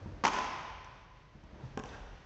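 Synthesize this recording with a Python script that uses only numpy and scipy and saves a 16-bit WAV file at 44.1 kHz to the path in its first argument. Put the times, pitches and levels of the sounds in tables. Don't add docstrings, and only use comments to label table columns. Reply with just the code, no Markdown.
import sys
import numpy as np
from scipy import signal
from scipy.fft import rfft, irfft, next_fast_len
from scipy.io import wavfile
from scipy.ndimage import map_coordinates

SR = 44100
rng = np.random.default_rng(int(sys.argv[2]) if len(sys.argv) > 2 else 0)


def gain_from_db(level_db):
    decades = np.asarray(level_db, float) / 20
    return 10 ** decades


def master(y):
    cut = np.clip(np.atleast_2d(y).T, -1, 1)
    pcm = np.round(cut * 32767)
    wavfile.write(sys.argv[1], SR, pcm.astype(np.int16))


N = 99225
SCENE_T = np.arange(N) / SR
EVENT_T = np.arange(SR // 2) / SR

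# f/Hz, level/dB
HISS_TONE = [(71, -33), (120, 9), (315, -9), (425, -21.5), (1010, -11.5), (1310, -16.5), (1860, -13),
             (6260, -27.5), (8000, -34), (10400, -80), (17600, -120)]
# t/s, level/dB
RUMBLE_LEVEL = [(0.0, -46.5), (0.09, -44.5), (0.21, -53), (0.37, -56), (0.75, -54), (1.35, -62.5),
                (1.95, -49.5), (2.25, -56.5)]
# f/Hz, level/dB
RUMBLE_TONE = [(15, -51), (28, -19.5), (38, 6.5), (60, 2), (100, -2.5), (180, -14), (300, -45),
               (600, -50.5)]
# t/s, level/dB
BUSTLE_LEVEL = [(0, -57.5), (.2, -59), (1.3, -69.5), (1.62, -60), (1.8, -61), (1.93, -54), (2.25, -66)]
# f/Hz, level/dB
BUSTLE_TONE = [(100, -45), (250, 2), (600, 3.5), (850, -2.5), (1550, -7), (2500, -17.5), (3500, -20.5),
               (6500, -26.5), (8500, -38)]
# f/Hz, t60/s
HALL_DECAY = [(100, 0.63), (250, 1), (500, 1.38), (1000, 1.654), (2000, 1.786), (4000, 1.7), (6000, 1.21),
              (8000, 0.91)]
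# t/s, level/dB, sole slap against thud level/dB
FOOTFALLS = [(0.059, -33, -5), (0.095, -42, -24.5), (1.352, -45, -9), (1.437, -47, 1), (1.529, -46, -8),
             (1.556, -44, -2.5), (1.599, -43.5, -1), (1.637, -45.5, 0), (1.751, -44.5, -11)]
# f/Hz, level/dB, t60/s
FLOOR_THUD = [(75.4, -12.5, 0.23), (131.3, 1.5, 0.043), (194.3, -1.5, 0.042), (291.3, -7.5, 0.074)]
# f/Hz, level/dB, t60/s
SOLE_SLAP = [(536, -10, 0.013), (919, -6.5, 0.027)]
# centre t/s, half length/s, f/Hz, level/dB
SCUFFS = [(1.628, 0.029, 800, -61.5), (1.653, 0.029, 130, -51), (1.855, 0.014, 785, -51),
          (1.887, 0.013, 916, -52), (1.892, 0.0052, 3560, -62), (1.939, 0.021, 1530, -54)]
# t/s, level/dB, extra level of the hard edge/dB
KNOCKS = [(1.7738, -20, -5), (1.7917, -41, 10.5), (1.797, -28.5, -6), (1.8078, -46, -15),
          (1.8369, -30, -1.5), (1.8572, -39, 2.5)]
# f/Hz, level/dB, t60/s
BOARDS = [(120, -7, 0.033), (256, -0.5, 0.025), (424, 7.5, 0.012), (800, -5.5, 0.026), (1048, -3.5, 0.022),
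          (1530, 0.5, 0.0084)]
# t/s, level/dB
TICKS = [(0.845, -49), (1.4379, -64.5)]
# f/Hz, level/dB
EDGE_TONE = [(1200, -2), (2000, 1), (3100, 8.5), (4300, -10), (5900, 6.5), (7500, -2)]
# f/Hz, level/dB, t60/s
STRINGS = [(911, -15, 0.052), (1020.2, -8.5, 0.089), (1103, -10.5, 0.025), (1260, -13, 0.025),
           (1480, -12.5, 0.014)]
# f/Hz, level/dB, t60/s
CORK = [(270, -12.5, 0.021), (411.4, -12.5, 0.013)]
# f/Hz, level/dB
CONTACT_TONE = [(60, -35), (180, 7), (400, 1), (620, -1.5), (900, 4.5), (1350, 1.5), (2000, 0.5),
                (3050, -4.5), (4000, -12.5), (5000, -9), (6400, -9), (8000, -18.5)]
# f/Hz, level/dB
RACKET_RADIATION = [(30, -50), (170, 0)]
# t/s after the hit, level/dB
ECHOES = [(0, -12.5), (.0028, -13.5), (0.0127, -5), (.0163, -3), (.028, -9.5), (.031, -9.5), (.040, -7),
          (0.047, -13), (.096, -15), (.103, -20), (.128, -20), (.148, -13.5), (.205, -18)]
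# f/Hz, level/dB
MIC = [(20, -8.5), (40, 0), (6300, 2), (7000, -3), (7700, -3.5), (8100, -15), (8500, -66.5), (9500, -111.5)]


def unit(x):
    return x / np.sqrt(np.mean(x ** 2) + 1e-20)


def along(points, hz):
    f, value = np.transpose(points)
    return np.interp(np.log(hz + 1), np.log(f + 1), value)


def coloured(x, points):
    size = 2 * next_fast_len(N)
    log_gain = along(points, np.fft.rfftfreq(size, 1 / SR)) * np.log(10) / 20
    cepstrum = irfft(log_gain, size)
    cepstrum[1:size // 2] *= 2
    cepstrum[size // 2 + 1:] = 0
    response = np.exp(rfft(cepstrum))
    return irfft(rfft(x, size) * response, size)[:N]


def wobble(rate):
    knots = rng.standard_normal(int(N * rate / SR) + 4)
    return map_coordinates(knots, [np.arange(N) * rate / SR])


def ring(modes):
    total = np.zeros(len(EVENT_T))
    for hz, db, t60 in modes:
        varied_db = db + 1.5 * rng.standard_normal()
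        total += gain_from_db(varied_db - 60 * EVENT_T / t60) * np.sin(2 * np.pi * hz * EVENT_T)
    return total


def noise_burst(t60):
    return gain_from_db(-60 * EVENT_T / t60) * rng.standard_normal(len(EVENT_T))


def onset(rise_s):
    return 1 - np.exp(-EVENT_T / rise_s)


def add(track, s, x):
    part = track[round(s * SR):][:len(x)]
    part += x[:len(part)]


def hall(x, wet_db, near_db):
    far_s, far_rise_s, before_db = 0.09, 0.008, -6
    near_t60 = 0.17
    hz, t, bands = signal.stft(rng.standard_normal(N), SR, nperseg=256)
    bands = bands * gain_from_db(-60 * t / along(HALL_DECAY, hz)[:, None])
    tail = signal.istft(bands, SR, nperseg=256)[1][:N]
    not_yet_far = 1 / (1 + np.exp(np.clip((SCENE_T - far_s) / far_rise_s, -50, 50)))
    fade_in = np.clip(SCENE_T / 0.0067, 0, 1)
    tail = tail * gain_from_db(before_db * not_yet_far) * fade_in
    near = gain_from_db(-60 * SCENE_T / near_t60) * rng.standard_normal(N)
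    answer = gain_from_db(wet_db) * tail / np.linalg.norm(tail)
    answer += gain_from_db(near_db) * near / np.linalg.norm(near)
    return signal.fftconvolve(x, answer)[:N]


def rush(levels, tone, flicker_db, rate):
    level_db = np.interp(SCENE_T, *np.transpose(levels)) + flicker_db * wobble(rate)
    return gain_from_db(level_db) * unit(coloured(rng.standard_normal(N), tone))


def hiss():
    return rush([(0, -62.5)], HISS_TONE, flicker_db=2.47, rate=11)


def rumble():
    return rush(RUMBLE_LEVEL, RUMBLE_TONE, flicker_db=0.5, rate=9)


def bustle():
    return rush(BUSTLE_LEVEL, BUSTLE_TONE, flicker_db=0.5, rate=12)


def footfalls():
    steps = np.zeros(N)
    for s, db, slap_db in FOOTFALLS:
        step = ring(FLOOR_THUD) + gain_from_db(slap_db) * ring(SOLE_SLAP)
        add(steps, s, gain_from_db(db) * onset(0.0018) * step)
    return steps + hall(steps, wet_db=-2.5, near_db=0)


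def scuffs():
    rubs = np.zeros(N)
    for s, half_s, hz, db in SCUFFS:
        resonance = signal.iirpeak(hz, 7.6, SR)
        band = signal.lfilter(*resonance, rng.standard_normal(N))
        swell = np.exp(-((SCENE_T - s) / half_s) ** 2)
        rubs += gain_from_db(db) * swell * unit(band)
    return rubs + hall(rubs, wet_db=-2.5, near_db=0)


def knocks():
    click_t60 = 0.007
    body, edge = np.zeros((2, N))
    for s, db, edge_db in KNOCKS:
        add(body, s, gain_from_db(db - 5) * onset(0.0012) * ring(BOARDS))
        add(edge, s, gain_from_db(db + edge_db - 6) * onset(0.00036) * noise_burst(click_t60))
    for s, db in TICKS:
        add(edge, s, gain_from_db(db) * noise_burst(2 * click_t60))
    edge = coloured(edge, EDGE_TONE)
    body_hall = hall(body, wet_db=-10, near_db=-4)
    edge_hall = hall(edge, wet_db=-5.5, near_db=-20)
    return body + edge + body_hall + edge_hall


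def echo_paths():
    paths = np.zeros(N)
    for s, db in ECHOES:
        smear = noise_burst(0.02)
        arrival = (EVENT_T == 0) + gain_from_db(10) * smear / np.linalg.norm(smear)
        add(paths, s, gain_from_db(db) * arrival)
    return paths


def racket():
    hit_s, hit_db, contact_db = 0.2377, -26, 23.5
    contact = coloured(np.arange(N) == 0, CONTACT_TONE)[:len(EVENT_T)]
    blow = ring(STRINGS) + ring(CORK) + gain_from_db(contact_db) * contact
    stroke = np.zeros(N)
    add(stroke, hit_s, gain_from_db(hit_db) * blow)
    stroke = coloured(stroke, RACKET_RADIATION)
    arrivals = signal.fftconvolve(stroke, echo_paths())[:N]
    return arrivals + hall(stroke, wet_db=8, near_db=4)


def scene():
    background = hiss() + rumble() + bustle()
    return (background + footfalls() + scuffs() + knocks() + racket())[None]


def low_pass(x):
    return signal.sosfilt(signal.butter(12, 8400, fs=SR, output="sos"), x)


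def record(dry):
    mix = coloured(dry[0], MIC)[None]
    return low_pass(mix)


dry = scene()
out = record(dry)
master(out)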